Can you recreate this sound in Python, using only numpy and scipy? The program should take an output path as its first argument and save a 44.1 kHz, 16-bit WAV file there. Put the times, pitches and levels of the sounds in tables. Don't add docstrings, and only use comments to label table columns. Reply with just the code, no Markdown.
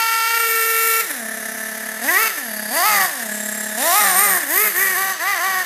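import sys
import numpy as np
from scipy import signal
from scipy.fft import rfft, irfft, next_fast_len
from scipy.io import wavfile
from scipy.ndimage import uniform_filter1d, map_coordinates

SR = 44100
rng = np.random.default_rng(int(sys.argv[2]) if len(sys.argv) > 2 else 0)


def log_audio(samples):
    frames = np.atleast_2d(samples).T
    limited = np.clip(frames, -1, 1)
    pcm = np.round(limited * 32767).astype(np.int16)
    wavfile.write(sys.argv[1], SR, pcm)


N = 249165
TIME = np.arange(N) / SR
IDLE_HZ = 215


def from_db(db):
    return 10 ** (np.asarray(db) / 20)


def rms_one(x):
    return x / np.sqrt(np.mean(x ** 2) + 1e-20)


def ramp(start, end):
    return np.clip((TIME - start) / (end - start), 0, 1)


def in_time(rows):
    s, *columns = np.transpose(rows)
    return [np.interp(TIME, s, column) for column in columns]


def gain_at(spectrum, hz):
    points, level_db = np.transpose(spectrum)
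    return from_db(np.interp(np.log(hz + 1e-9), np.log(points), level_db, left=-90, right=-90))


def noise(spectrum):
    size = next_fast_len(N)
    white = rfft(rng.standard_normal(size))
    hz = np.arange(len(white)) * SR / size
    return rms_one(irfft(white * gain_at(spectrum, hz), size)[:N])


def drift(rate):
    knots = rng.standard_normal(16384)
    return rms_one(np.interp(TIME * rate, np.arange(len(knots)), knots))


def per_turn(turns):
    values = rng.standard_normal(4096)
    return np.interp(turns, np.arange(len(values)), values)


def ringing(hz, width_hz):
    phase = 2 * np.pi * np.cumsum(hz) / SR
    return rms_one(drift(width_hz) * np.cos(phase) + drift(width_hz) * np.sin(phase))


def puffs(crank, depth):
    return rms_one(np.exp(depth * np.cos(2 * np.pi * crank)))


# (opens [s], eases [s], shuts [s],
# top speed [turns/s], speed on shutting [turns/s], misfiring once eased [0-1], low orders [dB],
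# pipe bark [dB], rasp [dB], hiss [dB], swell at the pipe's tuned note [dB])
THROTTLE_SQUEEZES = [(-0.3, 0.0, 1.005, 453.5, 451.5, .16, 0.5, -.5, 1, .5, 4),
                     (2.014, 2.227, 2.278, 450, 443, .78, 0, 0, 1.5, 0.5, 14),
                     (2.693, 2.884, 3.054, 433, 366, 0.99, -0.5, -1, 0, -1, 6),
                     (3.762, 3.995, 4.14, 425, 358, 1, -0.5, 0, 2.5, 0.5, -1.5),
                     (4.141, 4.25, 4.375, 414, 351, 0.82, -0.5, 1.5, -.5, 1, -1.5),
                     (4.474, 4.635, 4.68, 431, 419, 0.99, -2.5, -1.5, -1, 0, 5),
                     (4.738, 4.836, 4.932, 392, 371, 0.27, -5, 3.5, -1.5, -1, 1),
                     (4.949, 5.01, 5.12, 387, 382, 0.4, -0.5, 1.5, -2, .5, 0),
                     (5.189, 5.309, 5.34, 406, 385, 0.18, -2.5, 2, -2, -1, 5),
                     (5.39, 5.471, 5.62, 385, 366, .4, -1, 2, -1.5, -1, 3)]
# (time [s], speed [turns/s])
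TICK_OVER = [(2.0, 218.6), (2.6, 213), (3.3, 210), (3.77, 214)]
# (drag [turns/s], place [share of climb], width [share of climb])
CLUTCH_BITE = (32, .67, .16)
# (start [s], end [s], rate [surges/s], depth [dB], extra speed [turns/s])
BURN_SURGES = [(.25, .495, 31, 3.5, 7)]
CLIMB_CURVE, COAST_S = 1.205, .259


def crank_speed():
    (tick_over,) = in_time(TICK_OVER)
    drag, bite, width = CLUTCH_BITE
    speed = tick_over
    for opens, eases, shuts, top, held, *_ in THROTTLE_SQUEEZES:
        start, climb = np.interp(opens, TIME, speed), ramp(opens, eases)
        driven = start + (top - start) * np.sin(np.pi / 2 * climb ** CLIMB_CURVE)
        driven = driven + (held - top) * ramp(eases, shuts)
        if start < 1.05 * IDLE_HZ:
            driven = driven - drag * np.exp(-((climb - bite) / width) ** 2)
        coast = (1 - ramp(shuts, shuts + COAST_S)) ** 2
        speed = np.where(TIME >= opens, tick_over + (driven - tick_over) * coast, speed)
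    for start, end, _, _, extra in BURN_SURGES:
        speed = speed + extra * np.sin(np.pi * ramp(start, end))
    return speed


LOAD_LAG_S, BRIEF_LIFT_S = .015, .056


def with_throttle(wide_open, eased, shut=0, lag_s=LOAD_LAG_S):
    count = len(THROTTLE_SQUEEZES)
    open_values, eased_values = np.broadcast_to(wide_open, count), np.broadcast_to(eased, count)
    steps = np.full(N, float(shut))
    for (opens, eases, shuts, *_), a, b in zip(THROTTLE_SQUEEZES, open_values, eased_values):
        bridged = [row[0] for row in THROTTLE_SQUEEZES if abs(row[0] - shuts) < BRIEF_LIFT_S]
        i, j, k = np.searchsorted(TIME, [opens, eases, max([shuts] + bridged)])
        steps[i:j], steps[j:k] = a, b
    keep = np.exp(-1 / (lag_s * SR))
    return steps[0] + signal.lfilter([1 - keep], [1, -keep], steps - steps[0])


# (slipping speed [turns/s], locked speed [turns/s])
CLUTCH_TAKE_UP = (217, 352)
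CLUTCH_LOAD_SHARE, EASED_LOAD = .37, .81


def engine_load(speed):
    grip = np.interp(speed, CLUTCH_TAKE_UP, [0, 1])
    return with_throttle(1, EASED_LOAD) * (1 - CLUTCH_LOAD_SHARE + CLUTCH_LOAD_SHARE * grip)


OPEN_MISFIRE, SHUT_MISFIRE = .076, .43
MISFIRE_LAG_S, FOUL_S = .0051, .0695


def misfiring_amount(eased):
    quick, lingering = (with_throttle(OPEN_MISFIRE, eased, SHUT_MISFIRE, lag)
                        for lag in (MISFIRE_LAG_S, FOUL_S))
    return np.clip(np.maximum(quick, lingering), 0, 1)


def hunting(idle, rate_hz=31, swing_turns=.024):
    return swing_turns * (1 - idle) * np.sin(2 * np.pi * (rate_hz * TIME + .2 * drift(8)))


# (idling far off [dB], full load adds [dB],
# per doubling of speed [dB], pipe side on [dB], per halving of distance [dB])
LOW_ORDER_LAWS = [(-42.5, 10, -4.2, 1.3, 0.8), (-49.5, 14.0, 13.5, -4, 6), (-42, 18, 1.5, 5.5, 2.5),
                  (-37.5, 11.5, -7.5, -3, -1.5)]
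# (frequency [Hz], from the far side [dB], from the pipe side [dB])
LOW_NOTE_COLOUR = [(200.0, 7.8, 5.5), (348, -7, 4), (445, -7.5, 10), (669, 1.6, 0.7), (890, -3.5, -15.3),
                   (1074, -0.5, -10), (1318, 4, -7.5), (1560, 1.7, 6), (1900, 8, 14.5)]


def low_orders(crank, speed, side, state):
    hz, far_db, near_db = np.transpose(LOW_NOTE_COLOUR)
    out = 0
    for k, law in enumerate(LOW_ORDER_LAWS, 1):
        far, near = (np.interp(np.log(k * speed), np.log(hz), db) for db in (far_db, near_db))
        level_db = np.dot(law, state) + (1 - side) * far + side * near
        out = out + from_db(level_db) * np.sqrt(2) * np.sin(2 * np.pi * (k * crank + rng.random()))
    return out


def upper_orders(crank, speed, spectrum, blur, count):
    out, power = 0, 1e-9
    for k in range(5, count):
        gain = gain_at(spectrum, k * speed)
        blurred = crank + blur * drift(140)
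        out = out + gain * np.sin(2 * np.pi * (k * blurred + rng.random()))
        power = power + gain ** 2 / 2
    return out / np.sqrt(power)


def half_orders(crank, speed, slip=.36, slip_rate=45):
    body = [(120, -42), (190, -2.0), (380, -29.5), (600, 0.5),   # (frequency [Hz], level [dB])
            (1000, -6.5), (1400, 0), (1800, 10.5), (2500, -39)]
    out = 0
    for k in range(6):
        order = k + .5
        wave = np.sin(2 * np.pi * (order * crank + slip * drift(slip_rate)))
        out = out + gain_at(body, order * speed) * wave
    return out


TUNED_HZ, TUNED_WIDTH_HZ = 1948, 128


def on_the_pipe(speed):
    return sum(np.exp(-((k * speed - TUNED_HZ) / TUNED_WIDTH_HZ) ** 2) for k in range(5, 7))


# (frequency [Hz], level [dB])
PIPE_RESONANCES = [(900, -1), (1080, -14.5), (1300, -4), (1520, -2.5), (1680, 9.5), (1760, 4.5),
                   (1860, 7.5), (2000, -3), (2250, -10), (2500, -11.5)]
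# (frequency [Hz], level [dB])
PIPE_GAS_COLOUR = [(90, -62), (190, -28), (350, -10), (500, -10), (700, -11.5), (1000, -6), (1400, -10.5),
                   (1780, 9), (2050, -1), (2400, -2), (3200, -41)]
PIPE_COOL_HZ, PIPE_WIDTH_HZ = 1720, 230
HEAT_RISE, MISFIRE_COOLING = .125, .4


def tuned_pipe(crank, speed, misfire, idle, swell_db, lines_db=-1.68, gas_db=-11, gas_misfire_db=5,
               gas_idle_db=3, ring_db=-8.0, ring_idle_db=4, half_db=-9):
    speed_share = (speed - speed.min()) / np.ptp(speed)
    heat = 1 + HEAT_RISE * (1 - MISFIRE_COOLING * misfire) * speed_share
    orders = upper_orders(crank, speed / heat, PIPE_RESONANCES, blur=.0082, count=13)
    lines = from_db(lines_db + swell_db) * orders
    gas = from_db(gas_db + gas_misfire_db * misfire + gas_idle_db * idle) * noise(PIPE_GAS_COLOUR)
    gas += from_db(ring_db + ring_idle_db * idle) * ringing(PIPE_COOL_HZ * heat, PIPE_WIDTH_HZ)
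    every_other = from_db(half_db) * misfire * half_orders(crank, speed)
    return lines + gas * puffs(crank, depth=.52) + every_other


# (frequency [Hz], level [dB])
BUZZ_COLOUR = [(2200, 1), (2450, 6), (2750, 4), (3200, -2), (3600, -5.5), (4500, 2.5), (5400, -3),
               (6300, -8.5), (7800, -8)]
# (frequency [Hz], level [dB])
RASP_COLOUR = [(2200, -5), (2500, -5), (2750, 8.5), (3200, 0), (3700, 6.5), (4600, 4.5), (5300, 4),
               (6300, 10.5), (6900, -3.5), (7800, 9)]
BUZZ_SHADE = .37


def outlet(crank, speed, misfire, side):
    share = np.interp(speed, [220, 400, 450], [.12, .35, .72]) * (1 - .6 * misfire)
    share = share * np.clip(1 - BUZZ_SHADE * side, 0, 1)
    buzz = upper_orders(crank, speed, BUZZ_COLOUR, blur=.009, count=22) * from_db(2 * drift(40))
    rough = noise(RASP_COLOUR) * puffs(crank, depth=.13)
    return np.sqrt(np.abs(share)) * buzz + np.sqrt(np.abs(1 - share)) * rough


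# (frequency [Hz], level [dB])
HISS_COLOUR = [(6000, -4.5), (7100, -0.5), (7700, -3), (8500, 2.5), (9800, 3), (10700, 2.5), (11700, 6),
               (12050, -11), (12500, -34)]


def gas_hiss(level_db=-1.5):
    return from_db(level_db) * noise(HISS_COLOUR)


# (frequency [Hz], level [dB])
SIZZLE_COLOUR = [(11600, -17), (12200, 1), (12550, -7.5), (13300, -1.5), (14300, -10), (15000, -10.5),
                 (15600, -20)]


def top_sizzle():
    return noise(SIZZLE_COLOUR)


# (start [s], end [s], start frequency [Hz],
# end frequency [Hz], width [Hz], level within the hiss layer [dB])
HISS_BANDS = [(0, 0.744, 8450, 8530, 900, -5.5), (1.15, 1.902, 6204, 5920, 791, -7),
              (1.052, 2.099, 11060, 11030, 1400, -1.5), (2.287, 2.859, 11300, 11080, 1412, 1),
              (2.4, 3.11, 4640, 4700, 604, -6.5), (3.248, 3.73, 7641, 7520, 260, -1.5),
              (3.949, 4.439, 8840, 8690, 561, -4.5), (4.45, 4.872, 12400, 12700, 700, -2),
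              (4.96, 5.608, 3822, 3890, 353, -11.5)]


def hiss_bands():
    out = 0
    for start, end, from_hz, to_hz, width_hz, db in HISS_BANDS:
        swell = np.sqrt(np.abs(np.sin(np.pi * ramp(start, end))))
        hz = np.interp(TIME, [start, end], [from_hz, to_hz])
        out = out + from_db(db) * swell * ringing(hz, width_hz)
    return out


def ground_bounce(x, lag_ms=.6, wander_ms=.025, share=.3):
    lag_s = (lag_ms + wander_ms * drift(1)) / 1000
    bounce = map_coordinates(x, [(TIME - lag_s) * SR], order=3)
    return (x + share * bounce) / np.sqrt(1 + share ** 2)


# (frequency [Hz], level [dB])
AIR_COLOUR = [(25, -26), (60, -20), (120, -39), (200, -22), (600, 0), (2000, -8), (12000, -25)]


def yard_air(level_db=-48):
    return from_db(level_db) * noise(AIR_COLOUR)


# (delay [s], level [dB])
YARD_ECHOES = [(0.048, -11.5), (0.089, -23), (0.139, -18.5)]


def yard(x, wall_cut_hz=3500, tail_db=-19, tail_t60=.71):
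    dull = signal.sosfilt(signal.butter(1, wall_cut_hz, fs=SR, output="sos"), x)
    echoes = sum(from_db(db) * np.interp(TIME - delay, TIME, dull, left=0) for delay, db in YARD_ECHOES)
    scatter = rng.standard_normal(SR) * from_db(-60 * TIME[:SR] / tail_t60)
    tail = signal.fftconvolve(dull, scatter / np.linalg.norm(scatter))[:N]
    return x + echoes + from_db(tail_db) * tail


def surging():
    beat_db = 0
    for start, end, rate, db, _ in BURN_SURGES:
        swell = np.sin(np.pi * ramp(start, end))
        beat_db = beat_db + db * swell * np.cos(2 * np.pi * rate * (TIME - (start + end) / 2))
    return from_db(beat_db)


# (time [s], boost of the exhaust note [dB])
HARD_FIRINGS = [(1.108, 8), (2.382, 8.5), (4.436, 8)]
POP_WIDTH_S = .008


def pops():
    return from_db(sum(db * np.exp(-((TIME - s) / POP_WIDTH_S) ** 2) for s, db in HARD_FIRINGS))


def combustion(turns, idle):
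    fired_at = np.cumsum(rng.choice([5, 6, 7], size=600, p=[.04, .86, .1]))
    cycle = np.interp(turns, fired_at, np.arange(len(fired_at)))
    swing_db = np.interp(cycle % 1, [0, .33, .58, .9, 1], [-4.7, 4.5, 3, -4.7, -4.7])
    strength = from_db(idle * swing_db * (1 + .1 * drift(35)))
    lurch = -.022 * idle * np.sin(2 * np.pi * cycle)
    return pops() * strength / np.sqrt(uniform_filter1d(strength ** 2, size=2500)), lurch


# (time [s], pipe side turned to the listener [0-1], distance [m])
DRIVE_PATH = [(0.0, 0.0, 5.3), (0.25, 0, 7.1), (0.5, 0.84, 7.6), (0.85, 0.82, 5.5), (1.8, 0.67, 5.8),
              (2.25, 0.6, 6.06), (2.85, 0.11, 3.58), (3.5, 0.38, 2.95), (3.95, 0.14, 3), (4.3, 0.58, 3.9),
              (4.6, 0.96, 4.95), (4.85, 0.99, 5.35), (5.05, 0.3, 6.1), (5.3, 0.06, 6.9), (5.6, 0.2, 6)]
# (idling far off [dB], full load adds [dB],
# per doubling of speed [dB], pipe side on [dB], per halving of distance [dB])
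PIPE_BARK_LAW = (-34.5, 6, 3, 3.5, 2.13)
OUTLET_RASP_LAW = (-37.5, 5, 5.5, -1.94, 2)
GAS_HISS_LAW = (-38.5, 7.5, 3, 6, 8)
TOP_SIZZLE_LAW = (-45.5, 9, 8, 7.5, 6.5)
FAR_M = 6
IDLE_BELOW_HZ, IDLE_FADE_HZ = 266, 59
COAST_LOSS_DB = 6.5
MISFIRE_BARK_DB = 2


def engine(rough_db=1.5):
    speed, (side, distance) = crank_speed(), in_time(DRIVE_PATH)
    _, _, _, _, _, eased_misfiring, *strengths = np.transpose(THROTTLE_SQUEEZES)
    low_trim, bark_trim, rasp_trim, hiss_trim, tuned_swell = (with_throttle(db, db) for db in strengths)
    misfire = misfiring_amount(eased_misfiring)
    idle = np.clip((IDLE_BELOW_HZ - speed) / IDLE_FADE_HZ, 0, 1)
    octaves = np.log2(speed / IDLE_HZ)
    coast_db = -COAST_LOSS_DB * with_throttle(0, 0, 1) * np.clip(octaves, 0, 1)
    state = np.array([np.ones(N), engine_load(speed), octaves, side, np.log2(FAR_M / distance)])

    misfire_db = MISFIRE_BARK_DB * (misfire - SHUT_MISFIRE)
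    bark = from_db(np.dot(PIPE_BARK_LAW, state) + bark_trim + misfire_db)
    rasp = from_db(np.dot(OUTLET_RASP_LAW, state) + rasp_trim)
    hiss, sizzle = (from_db(np.dot(law, state) + hiss_trim) for law in (GAS_HISS_LAW, TOP_SIZZLE_LAW))

    turns = np.cumsum(speed) / SR
    firing, lurch = combustion(turns, idle)
    scatter = .013 * drift(70) + (.002 + .016 * misfire) * per_turn(turns)
    crank = turns + lurch + hunting(idle) + scatter
    burn = from_db(rough_db * (1 - idle / 2) * per_turn(turns))

    note = from_db(low_trim + coast_db) * low_orders(crank, speed, side, state)
    pipe = tuned_pipe(crank, speed, misfire, idle, coast_db + tuned_swell * on_the_pipe(speed))
    exhaust = (note + burn * bark * pipe) * surging()
    open_end = rasp * outlet(crank, speed, misfire, side)
    top = hiss * (gas_hiss() + hiss_bands()) + sizzle * top_sizzle()
    top = top * puffs(crank, depth=.19)
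    return exhaust * firing + ground_bounce(burn * (open_end * firing ** .35 + top * firing ** .7))


def scene():
    mono = yard(engine()) + yard_air()
    return np.array([mono, mono])


CUTOFF_HZ = 15300


def record(dry, low_cut_hz=160):
    rounded = dry / (1 + (dry / .72) ** 6) ** (1 / 6)
    thin = signal.sosfilt(signal.butter(3, low_cut_hz, "high", fs=SR, output="sos"), rounded)
    return signal.sosfilt(signal.ellip(12, .1, 90, CUTOFF_HZ, fs=SR, output="sos"), thin)


dry = scene()
out = record(dry)
log_audio(out)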